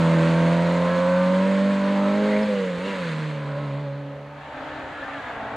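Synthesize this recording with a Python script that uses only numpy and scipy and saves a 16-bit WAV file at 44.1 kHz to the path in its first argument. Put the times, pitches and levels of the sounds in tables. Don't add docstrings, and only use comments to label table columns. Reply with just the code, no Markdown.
import sys
import numpy as np
from scipy import signal
from scipy.fft import rfft, irfft, next_fast_len
from scipy.io import wavfile
from scipy.ndimage import uniform_filter1d, map_coordinates

SR = 44100
rng = np.random.default_rng(int(sys.argv[2]) if len(sys.argv) > 2 else 0)


def how_loud(loudness_db):
    steps = np.asarray(loudness_db, float) / 20
    return 10 ** steps


def dump_mix(stems):
    frames = np.atleast_2d(stems).T
    limited = np.clip(frames, -1, 1)
    pcm = np.round(limited * 32767).astype(np.int16)
    wavfile.write(sys.argv[1], SR, pcm)


N = 245195
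STEP = 8


# [t/s, f/Hz, level/dB]
ENGINE = [(0, 83.46, -19), (.2, 81.75, -18), (1.01, 88.76, -23.5), (1.32, 92, -21.5), (1.43, 95.3, -20.5),
          (1.69, 99.24, -20.5), (1.79, 97.85, -23.5), (2.05, 99.75, -22), (2.26, 104.1, -22),
          (2.44, 106.6, -23), (2.775, 85.58, -31.5), (2.885, 100.5, -31), (2.99, 91, -33),
          (3.12, 78.35, -27.5), (3.46, 71.95, -30.5), (3.76, 70.97, -29), (4.1, 70.75, -36.5),
          (4.5, 72.7, -47)]
# [t/s, level/dB]
ROAR_LEVEL = [(0, -33.5), (.35, -34), (.62, -35), (1.11, -36), (2.05, -36.5), (2.39, -35), (2.5, -36),
              (2.78, -40), (2.89, -36), (3.12, -36.5), (3.42, -43), (3.71, -44.5), (4.01, -52), (4.25, -55),
              (4.4, -55)]
# [multiple, level/dB x 4]
STRONG_ORDERS = [(3, -17, -11, -17, -17), (4, -5, -7.5, -5, -12.5), (5, -17, -24, -11, -23),
                 (6, -20.5, -12, -16, -15), (7, -21, -19.5, -39, -28.5), (8, -18.5, -17, -29, -20.5)]
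# [multiple, level/dB, level/dB]
MINOR_ORDERS = [(.5, -58.5, -29.5), (1, -23.5, -31), (1.5, -32, -22.5), (2.5, -31, -36), (3.5, -34, -33.5),
                (4.5, -29.5, -38), (5.5, -30.5, -23), (6.5, -21.5, -33), (7.5, -34, -27.5),
                (8.5, -28, -28.5), (9, -27.5, -25.5), (9.5, -24, -35), (10, -25.5, -31), (10.5, -26, -31.5),
                (11, -19.5, -23), (11.5, -34.5, -37), (12, -28.5, -22), (12.5, -30.5, -35),
                (13, -26.5, -29.5), (13.5, -28, -28), (14, -25, -25), (14.5, -39, -40), (15, -20.5, -25),
                (15.5, -37, -31), (16, -26.5, -29), (16.5, -34.5, -35.5), (17, -27, -39.5),
                (17.5, -35.5, -35), (18, -32, -23.5), (18.5, -37.5, -37.5), (19, -38, -38)]
# [f/Hz, level/dB]
SILENCER_COLOUR = [(210, 1.5), (300, 0), (365, -20), (430, -2), (540, 13.5), (610, 6.5), (700, -7),
                   (860, 2.5)]
# [f/Hz, level/dB]
PIPE_COLOUR = [(60, 0), (250, 0), (360, -4), (560, 3), (680, 0), (760, -8), (950, 1), (1080, 0), (1230, -5),
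               (1540, -1), (1750, -6)]
# [t/s, half length/s, added shaft f/Hz]
DRIVELINE_SURGES = [(1.918, .04, .7), (2.0, 0.029, -0.62), (2.22, .04, 0.81), (2.361, .05, -1.72),
                    (3.22, 0.039, .9), (3.351, 0.029, 0.94), (3.63, .04, 1), (3.72, 0.0346, -1.9),
                    (3.815, 0.041, 1.5), (3.91, .04, -1.3), (4.0, .03, .6)]
# [t/s, half length/s, level/dB]
FIRING_DIPS_AND_LIFTS = [
    (2.474, 0.016, -3),
    (2.756, 0.03, 1.5),
    (2.63, 0.047, -0.5),
    (3.32, 0.046, -1),
    (3.76, .03, 1.5),
    (3.95, 0.051, 2),
    (1.03, 0.13, -1),
]
# [t/s, half length/s, multiple, level/dB]
ORDER_RISES_AND_FALLS = [(0.23, 0.066, 8, -10), (0.55, 0.3, 8, 9), (0.76, .2, 5, 3), (0.56, 0.65, 4, 2),
                         (1.05, 0.19, 6, 6), (1.18, .14, 5, -9.5), (1.16, 0.082, 4, -6), (1.52, 0.28, 8, -13),
                         (1.67, 0.13, 4, -7), (1.6, 0.22, 3, -5.5), (1.7, 0.37, 7, -9.5), (2.325, 0.14, 4, 6),
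                         (2.33, 0.12, 5, 8), (2.52, .1, 3, -13), (2.63, 0.06, 5, 7), (2.88, 0.075, 4, 9),
                         (4.1, 0.063, 6, 1), (2.7, 0.053, 4, -22), (3.27, 0.15, 8, -16), (3.58, 0.03, 8, 8),
                         (3.697, 0.033, 8, -3), (3.88, 0.038, 8, 5), (3.63, 0.039, 4, 6.5), (3.95, 0.18, 3, -6),
                         (2.58, 0.12, 8, 9), (2.463, 0.022, 4, -19), (2.3, 0.027, 6, -5), (2.9, 0.081, 3, 6.5),
                         (3.19, 0.093, 6, -6), (4.16, 0.16, 4, 8), (3.9, .6, 1.5, -18), (4.1, .25, .5, -11),
                         (3.3, .25, .5, -12), (1.0, .15, 6.5, -9), (0.17, .15, 2.5, 11.5), (2.57, 0.16, 3, -6),
                         (4.01, .04, 8, 4), (1.4, .12, 8, -7.5), (4.39, 0.19, 8, 9), (4.17, 0.11, 6, 6),
                         (4.2, 0.052, 4, -8), (1.1, 0.14, 5, -6), (2.32, 0.14, 8, -5), (2.67, .07, 4, 16),
                         (2.463, 0.017, 5, -5), (2.1, 0.33, 7, -8), (3.1, .1, 4.5, -8), (1.7, .2, 7, 2),
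                         (2.38, .05, 6, 3), (4.15, .1, 8, 6)]
# [t/s, half length/s, multiple,
# level/dB]
PIPE_SWELLS = [(0.32, 0.2, 11, -40.5), (1.07, 0.17, 17, -37), (1.1, 0.22, 13, -39), (1.2, 0.52, 11, -49),
               (1.95, 0.22, 10, -40), (2.09, 0.15, 13, -44.5), (2.36, 0.09, 9, -41), (2.74, 0.15, 10, -53),
               (3.52, 0.099, 15, -51.5), (2.8, 0.1, 14, -53), (3.9, 0.096, 12, -59),
               (1.89, 0.69, 2.5, -39.5), (1.85, 0.32, 4.5, -46), (4.24, 0.17, 1, -59),
               (0.96, 0.23, 7.5, -40), (1.19, 0.27, 10, -39), (2.88, 0.072, 10, -42),
               (1.5, 0.17, 5.5, -38.5), (2.15, 0.17, 5.5, -39), (2.68, .17, 5.5, -40),
               (2.33, 0.17, 4.5, -41), (3.13, 0.1, 2.5, -44.5), (1.1, 0.19, 9, -44), (2.08, 0.26, 9, -44),
               (.7, .12, 10.5, -48), (0.81, .14, 10.5, -47), (2.16, .17, 10.5, -46),
               (0.37, 0.72, 11.5, -44.5), (1.2, 0.24, 11.5, -42.5), (0.12, .12, 12, -41.5),
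               (0.95, 0.26, 12, -39), (.3, .25, 13, -42.5), (.2, 0.13, 16.5, -51), (1.27, .16, 16.5, -43.5),
               (0.35, .2, 18.5, -44.5), (.85, 0.13, 18.5, -46), (2.33, 0.065, 18.5, -53),
               (0.28, .26, 19, -44.5), (0.99, .11, 19, -45), (1.5, 0.055, 19, -51),
               (0.66, 0.37, 6.5, -37.5), (0.34, 0.45, 3.5, -39), (4.1, .12, 7.5, -46.5),
               (3.43, 0.17, 7.5, -43.5), (3.5, 0.13, 14, -53), (2.75, 0.34, 1, -58), (1.45, 0.096, 10, -39),
               (3.72, .12, 15, -48), (2, .1, 12, -51), (2.18, .1, 13, -47), (1.92, .1, 10.5, -44.5),
                     (4.15, .12, 9, -52), (3.8, .08, 9, -50), (.15, .15, 9, -49), (.7, .12, 9, -49),
                     (3.7, .1, 10, -58)]
# [f/Hz, level/dB per Hz]
ROAR_COLOUR, HISS_COLOUR = [(25, -23.5), (70, -11), (125, -8.5), (250, 4.5), (380, -7.5), (560, 6.5),
                            (740, -5), (1000, 2), (1250, -2.5), (1600, -0.5), (2100, -2), (2700, -8),
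                            (4400, -13), (5200, -31.5), (6200, -59.5)], [(4200, -31), (4800, 2.5), (5600, -3), (6600, 1.5), (8800, -4.5),
                                          (9600, -11.5), (11300, -18.5), (11900, -24), (13600, -23)]
# [f/Hz, share]
FIRST_ALIKE = [(60, 1), (170, 1.0), (500, 0.97), (1450, 0.94), (4200, 0.87), (7000, 0.89), (9800, 0.95),
               (12500, .5)]
# [f/Hz, level/dB]
FIRST_LEAN = [(60, -1.0), (170, -1.27), (500, -1.37), (1450, -1), (4200, -0.095)]
# [t/s, f/Hz, level/dB, length/s]
RASP_PUFFS = [(2.341, 2033, -37, .2), (2.367, 2250, -35, 0.03), (2.43, 5100, -50.5, 0.039),
              (2.619, 2840, -47.5, 0.34), (2.655, 6470, -60, 0.027), (2.892, 2780, -45.5, .35),
              (3.094, 4700, -48, 0.008), (3.094, 3600, -43, .012), (2.86, 3700, -42, .015),
              (2.96, 4700, -50, .015), (3.499, 1500, -45, .45), (3.05, 1566, -44, .35),
              (2.795, 480, -35, .03), (2.368, 1500, -41, .025), (2.36, 1050, -40, .03),
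              (2.985, 1020, -43, .04), (3.195, 3300, -47, .01), (3.2, 1600, -42, .03)]

# [t/s, level/dB]
SECOND_ROAR_LEVEL = [
    (4.3, -51),
    (4.44, -44),
    (4.636, -38.5),
    (4.94, -39.5),
    (5.024, -38),
    (5.392, -37),
    (5.56, -37),
]
# [t/s, f/Hz, level/dB]
HERALD_PATH = [
    (4.24, 147.5, -64),
    (4.33, 149, -56),
    (4.48, 150.5, -44),
    (4.57, 151, -64),
]
# [t/s, f/Hz, level/dB]
DIRECT_PATH = [(4.22, 146.4, -62.5), (4.32, 146.5, -54), (4.43, 149.3, -56), (4.49, 149.9, -46),
               (4.6, 151.1, -44), (4.72, 151.8, -42.5), (4.85, 153.6, -43.5), (4.95, 148.5, -48),
               (5.05, 150.5, -53), (5.15, 150, -71)]
# [t/s, f/Hz, level/dB]
HILLSIDE_PATH = [(4.4, 133.9, -75), (4.55, 133.4, -54), (4.7, 136.2, -51.5), (4.85, 134, -53),
                 (4.96, 134.8, -61), (5.025, 137, -44.5), (5.07, 138.7, -59), (5.11, 140.2, -49),
                 (5.18, 141.5, -44.5), (5.27, 139, -70)]
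# [t/s, f/Hz, level/dB]
LOWER_GEAR_PATH = [(5.2, 125.1, -63.5), (5.25, 125.6, -48.5), (5.31, 123.6, -45.5), (5.335, 112.6, -54),
                   (5.37, 112.7, -46), (5.46, 109.7, -45), (5.56, 112.2, -46.5)]
# [multiple, level/dB]
DIRECT_ORDERS, HILLSIDE_ORDERS, LOWER_GEAR_ORDERS = [(.5, -12), (1, -18), (2, -3.5), (2.5, -17),
                                                     (3.5, -7.5), (4, -0.5), (4.5, -12), (5, -23),
                                                     (5.5, -5), (6, -3), (6.5, -27), (8.5, -9), (10.5, -12),
                                                     (11.5, -12)], [(1, -6), (2, 7), (4, 2), (5, -21),
                                                                     (6, 0), (8, -5), (8.5, -6), (10, -11)], [(.5, -16), (1.1, -2.5),
                                                                                   (2, -2.5), (2.5, -1.5),
                                                                                   (4, -0.5), (4.2, -8),
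                                                                                   (5.5, 0.5), (6, 3),
                                                                                   (6.5, -1.5), (7, 0.5),
                                                                                   (7.5, -5), (8, 2.5),
                                                                                   (9.5, -4.5), (10, -0.5),
                                                                                   (12, -6), (17.5, -6),
                                                                                   (14, -7)]
# [t/s, f/Hz, level/dB]
OUTER_TYRE, INNER_TYRE = [(4.8, 1755, -60), (4.88, 1727, -54), (4.92, 1720, -47), (4.945, 1700, -51),
                          (4.968, 1687, -40), (4.995, 1695, -52), (5.035, 1734, -36), (5.06, 1790, -49),
                          (5.085, 1810, -44), (5.105, 1805, -48), (5.125, 1785, -46.5), (5.155, 1730, -38),
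                          (5.18, 1663, -51), (5.2, 1650, -39), (5.225, 1660, -52), (5.25, 1674, -44),
                          (5.285, 1700, -45), (5.33, 1656, -51), (5.37, 1620, -57)], [(4.92, 1430, -60), (4.97, 1415, -48), (5.01, 1395, -43),
                                          (5.04, 1350, -52), (5.06, 1210, -46), (5.1, 1190, -44),
                                          (5.14, 1220, -51), (5.2, 1160, -49), (5.25, 1150, -60)]
# [f/Hz, level/dB per Hz]
SECOND_ROAR_COLOUR = [(25, -11), (70, -7), (110, -5.5), (190, -13), (270, -6), (370, -12.5), (460, -6.5),
                      (700, -1.5), (1000, -7), (1600, -4), (2100, -10.5), (3800, -20), (4600, -29),
                      (5500, -38), (7000, -35.5), (9000, -46), (13000, -59)]
# [f/Hz, share]
SECOND_ALIKE = [(60, 1.0), (170, 1), (500, 0.98), (1450, 0.89), (4200, 0.59)]
# [f/Hz, level/dB]
SECOND_LEAN = [(60, -0.67), (170, -0.83), (500, -0.21), (1450, 0.62), (4200, 2.0)]

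# [t/s, level/dB, f/Hz]
DRIVELINE_CLUNKS = [
    (2.462, -23.5, 90),
    (2.78, -20, 74.2),
    (4.789, -23, 100),
]
# [t/s, peak level/dB]
GRIT_TICKS = [(2.3331, -56.5), (2.4029, -64), (2.6848, -62), (4.803, -73), (2.5094, -58.5), (2.5597, -62),
              (2.7876, -65), (2.8694, -62.5), (2.957, -59.5), (3.039, -59), (3.0929, -58.5)]
# [f/Hz, t/s]
TREE_DECAY = [(100, 0.67), (1000, 1), (6000, 0.046)]
# [f/Hz, level/dB per Hz]
FOREST_COLOUR = [(25, -27), (70, -17), (300, -23.5), (1000, -2), (3000, -28), (6000, -27), (13500, -47)]

LIFT_S, LIFT_RAMP_S = 2.42, 0.075
GEAR_S, GEAR_RAMP_S = 3.015, 0.14
WAKE_S = 0.49
MINOR_DB = (15.3, 12.3, 1, 18.3)
HISS_DB = (-17, -19, -18.5, -21)
PULSE_DEPTH = (.23, .18, .16, .13)


def first_car():
    t = seconds()
    shaft_hz, firing_db = curves(ENGINE)
    shaft_hz = uniform_filter1d(shaft_hz, round(.06 * SR))
    shaft_hz = shaft_hz + sum(hz * bump(t, s, half) for s, half, hz in DRIVELINE_SURGES)
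    firing_db = firing_db + sum(db * bump(t, s, half) for s, half, db in FIRING_DIPS_AND_LIFTS)
    turns = np.cumsum(shaft_hz) / SR
    roar_db, = curves(ROAR_LEVEL)
    hz, spin, base_db, lead_db = coarse([shaft_hz, turns, roar_db, firing_db])
    tone = fine(strong_orders(hz, spin, lead_db) + minor_orders(hz, spin, base_db))
    noise = roar_and_hiss(turns, roar_db)
    car = tone + noise + how_loud(-29.0) * trees(tone)
    return lean(car * fade(-1, 4.42, ramp=0.21), FIRST_LEAN)


def strong_orders(hz, spin, lead_db):
    state = states(GEAR_RAMP_S)
    tone = order(spin, 2, lead_db, flutter_db=0.17 + 0.4 * state[-1], slip=0.1)
    for k, *state_db in STRONG_ORDERS:
        db = lead_db + rise_db(k) + state_db @ state + along(SILENCER_COLOUR, k * hz)
        tone += order(spin, k, db, flutter_db=.8 + .5 * state[-1], slip=0.09, drift_db=.45)
    return tone


def minor_orders(hz, spin, base_db):
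    pattern_start_s, pattern_end_s = 0.75, 2.55
    geared = np.clip((seconds(STEP) - pattern_start_s) / (pattern_end_s - pattern_start_s), 0, 1)
    minor_db = MINOR_DB @ states(WAKE_S)
    tone = 0
    for k, pull_db, gear_db in MINOR_ORDERS:
        pattern_db = pull_db + geared * (gear_db - pull_db)
        db = base_db + rise_db(k) + minor_db + pattern_db + along(PIPE_COLOUR, k * hz)
        db = 10 * np.log10(how_loud(2 * db) + swell(k))
        tone += order(spin, k, db, flutter_db=.7 * np.sqrt(k), slip=.1, drift_db=.25 * np.sqrt(k))
    return tone


def roar_and_hiss(turns, roar_db):
    clear_db, dulling = -42, 0.36
    hiss_db = held(HISS_DB @ states(WAKE_S)) + dulling * np.minimum(roar_db - clear_db, 0)
    pulsing = firing(turns, depth=held(PULSE_DEPTH @ states(GEAR_RAMP_S)))
    roar_db = roar_db + held(.2 * wobble(9) + .6 * wobble(30))
    roar = how_loud(roar_db + 3.5) * pulsing * rush(ROAR_COLOUR, FIRST_ALIKE, patchy_db=0.43)
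    hollow_hz, hollow_width, hollow_share = 760, 0.35, 0.29
    off_load = held(np.clip((seconds(STEP) - LIFT_S) / LIFT_RAMP_S, 0, 1))
    band = filtered(roar, lambda hz: np.exp(-(np.log((hz + 1) / hollow_hz) / hollow_width) ** 2))
    roar = roar - hollow_share * off_load * band
    hiss = how_loud(roar_db + hiss_db) * pulsing ** .3 * rush(HISS_COLOUR, FIRST_ALIKE, patchy_db=1.5)
    return roar + hiss


def firing(turns, depth):
    return 1 + depth * np.cos(4 * np.pi * turns) + 0.14 * depth * np.cos(np.pi * turns)


def states(gear_ramp_s):
    t = seconds(STEP)
    lifted = np.clip((t - LIFT_S) / LIFT_RAMP_S, 0, 1)
    geared = np.clip((t - GEAR_S) / gear_ramp_s, 0, 1)
    climb = np.clip(t / LIFT_S, 0, 1)
    return np.array([(1 - climb) * (1 - lifted), climb * (1 - lifted), lifted - geared, geared])


def rise_db(k):
    t = seconds(STEP)
    return sum(db * bump(t, s, half) for s, half, m, db in ORDER_RISES_AND_FALLS if round(2 * m) == 2 * k)


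def swell(k):
    t = seconds(STEP)
    rows = [row for row in PIPE_SWELLS if round(2 * row[2]) == 2 * k]
    return sum(how_loud(2 * db) * np.exp(-2 * ((t - s) / half) ** 4) for s, half, _, db in rows)


def rasps():
    out = np.zeros(N + SR)
    for s, hz, db, length in RASP_PUFFS:
        t = np.arange(round(length * SR)) / SR
        grain = uniform_filter1d(rng.standard_normal((2, SR // 2)), size=60, axis=1)
        grain = uniform_filter1d(grain, size=130, axis=1, mode="wrap")[:, :len(t)]
        puff = unit(grain[0] * np.cos(2 * np.pi * hz * t) + grain[1] * np.sin(2 * np.pi * hz * t))
        out[round(s * SR) - len(t) // 2:][:len(t)] += how_loud(db) * np.hanning(len(t)) * puff
    return out[:N]


def second_car():
    tone = fine(second_engine() + tyre_squeal())
    roar = how_loud(curves(SECOND_ROAR_LEVEL)[0] + 2.5) * rush(SECOND_ROAR_COLOUR, SECOND_ALIKE, patchy_db=1.0)
    dull_s, dull_hz, dull_share = 5.38, 2300, 0.31
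    top = filtered(roar, lambda hz: 1 / (1 + (dull_hz / (hz + 1)) ** 6))
    roar = roar - dull_share * fade(dull_s, 6, ramp=0.093) * top
    car = tone + roar + how_loud(-20.5) * trees(tone)
    return lean(car * fade(4.07, 6, ramp=0.83), SECOND_LEAN)


def second_engine():
    paths = ((DIRECT_PATH, DIRECT_ORDERS), (HILLSIDE_PATH, HILLSIDE_ORDERS),
             (LOWER_GEAR_PATH, LOWER_GEAR_ORDERS), (HERALD_PATH, [(6, 0), (5.2, -4.5)]))
    tone = 0
    for path, orders in paths:
        hz, level_db = coarse(curves(path))
        turns = np.cumsum(hz) * STEP / SR
        for k, db in orders:
            tone += order(turns, k, level_db + db, flutter_db=1.7, slip=0.13)
    return tone


def tyre_squeal():
    tone = 0
    for tyre, start, stop in ((OUTER_TYRE, 4.4, 5.38), (INNER_TYRE, 4.92, 5.25)):
        hz, db, grip = coarse([*curves(tyre), fade(start, stop, ramp=.04)])
        turns = np.cumsum(hz) * STEP / SR
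        db = db + 1 + 2 * wobble(70)
        tone += order(turns, 1, db, flutter_db=.8, slip=0.32 + 0.25 * wobble(120)) * grip
    return tone


def knocks():
    out, t = np.zeros(N + SR), np.arange(SR // 10) / SR
    for s, db, hz in DRIVELINE_CLUNKS:
        envelope = how_loud(db - 6.5 - 60 * t / 0.042) * (1 - np.exp(-t / 0.0036))
        out[round(s * SR):][:len(t)] += envelope * np.sin(2 * np.pi * hz * t)
    for s, db in GRIT_TICKS:
        crack = np.diff(rng.standard_normal(len(t) + 3), 3) / 7
        out[round(s * SR):][:len(t)] += how_loud(db + 12 - 60 * t / .005) * crack
    return out[:N]


def trees(x):
    hz, t, z = signal.stft(rng.standard_normal((2, SR // 2)), SR, nperseg=256)
    decay = how_loud(-60 * t / along(TREE_DECAY, hz)[:, None])
    tail = signal.istft(z * decay, SR, nperseg=256)[1]
    late = np.pad(x, (1500, 0))[None]
    return signal.fftconvolve(late, tail / np.linalg.norm(tail[0]), axes=1)[:, :N]


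def forest():
    return how_loud(-56) * rush(FOREST_COLOUR, SECOND_ALIKE, patchy_db=1.2)


def order(turns, k, db, flutter_db, slip, drift_db=0):
    phase = 2 * np.pi * (k * turns + rng.random()) + slip * np.sqrt(k) * wobble(30)
    level_db = db + flutter_db * wobble(14) + drift_db * wobble(3.54)
    return np.sqrt(2) * how_loud(level_db) * np.sin(phase)


def rush(spectrum, alike, patchy_db):
    z = signal.stft(rng.standard_normal((2, N + 512)), nperseg=512)[2]
    field = uniform_filter1d(rng.standard_normal(z.shape[1:]), size=4, axis=0)
    field = uniform_filter1d(field, size=12, axis=1)
    pair = signal.istft(z * how_loud(patchy_db * unit(field)), nperseg=512)[1][:, :N]

    def response(hz):
        turn = np.arccos(np.clip(along(alike, hz), -1, 1)) / 2
        return how_loud(along(spectrum, hz)) * [np.cos(turn), np.sin(turn)]

    mid, side = filtered(pair, response)
    return unit(np.array([mid + side, mid - side]))


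def lean(x, balance):
    return filtered(x, lambda hz: how_loud(np.outer([.5, -.5], along(balance, hz))))


def filtered(x, response):
    m = next_fast_len(N + 8192)
    return irfft(rfft(x, m) * response(np.fft.rfftfreq(m, 1 / SR)), m)[..., :N]


def wobble(rate):
    sparse = np.arange(0, N + 64, 64)
    curve = map_coordinates(rng.standard_normal(1200), [sparse * min(rate, 190) / SR])
    return np.interp(np.arange(0, N, STEP), sparse, curve)


def seconds(step=1):
    return np.arange(0, N, step) / SR


def bump(t, s, half):
    return np.exp(-((t - s) / half) ** 2)


def fade(start, stop, ramp):
    t = seconds()
    return np.clip(np.minimum(t - start, stop - t) / ramp + 1, 0, 1)


def curves(rows):
    s, *cols = np.transpose(rows)
    return [np.interp(seconds(), s, c) for c in cols]


def along(points, hz):
    f, v = np.transpose(points)
    return np.interp(np.log(hz + 1), np.log(f + 1), v)


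def coarse(x):
    return [c[::STEP] for c in x]


def fine(tone):
    return signal.resample_poly(tone, STEP, 1)[:N]


def held(x):
    return np.repeat(x, STEP)[:N]


def unit(x):
    return x / np.sqrt(np.mean(x ** 2) + 1e-20)


def scene():
    return first_car() + second_car() + rasps() + knocks() + forest()


def roll_off(x):
    return signal.sosfilt(signal.butter(12, 13650, fs=SR, output="sos"), x)


def record(dry):
    self_noise = how_loud(-76.5) * rng.standard_normal(dry.shape)
    heard = filtered(dry + self_noise, lambda hz: hz ** 2 / (hz ** 2 + 30 ** 2))
    return roll_off(heard)


dry = scene()
out = record(dry)
dump_mix(out)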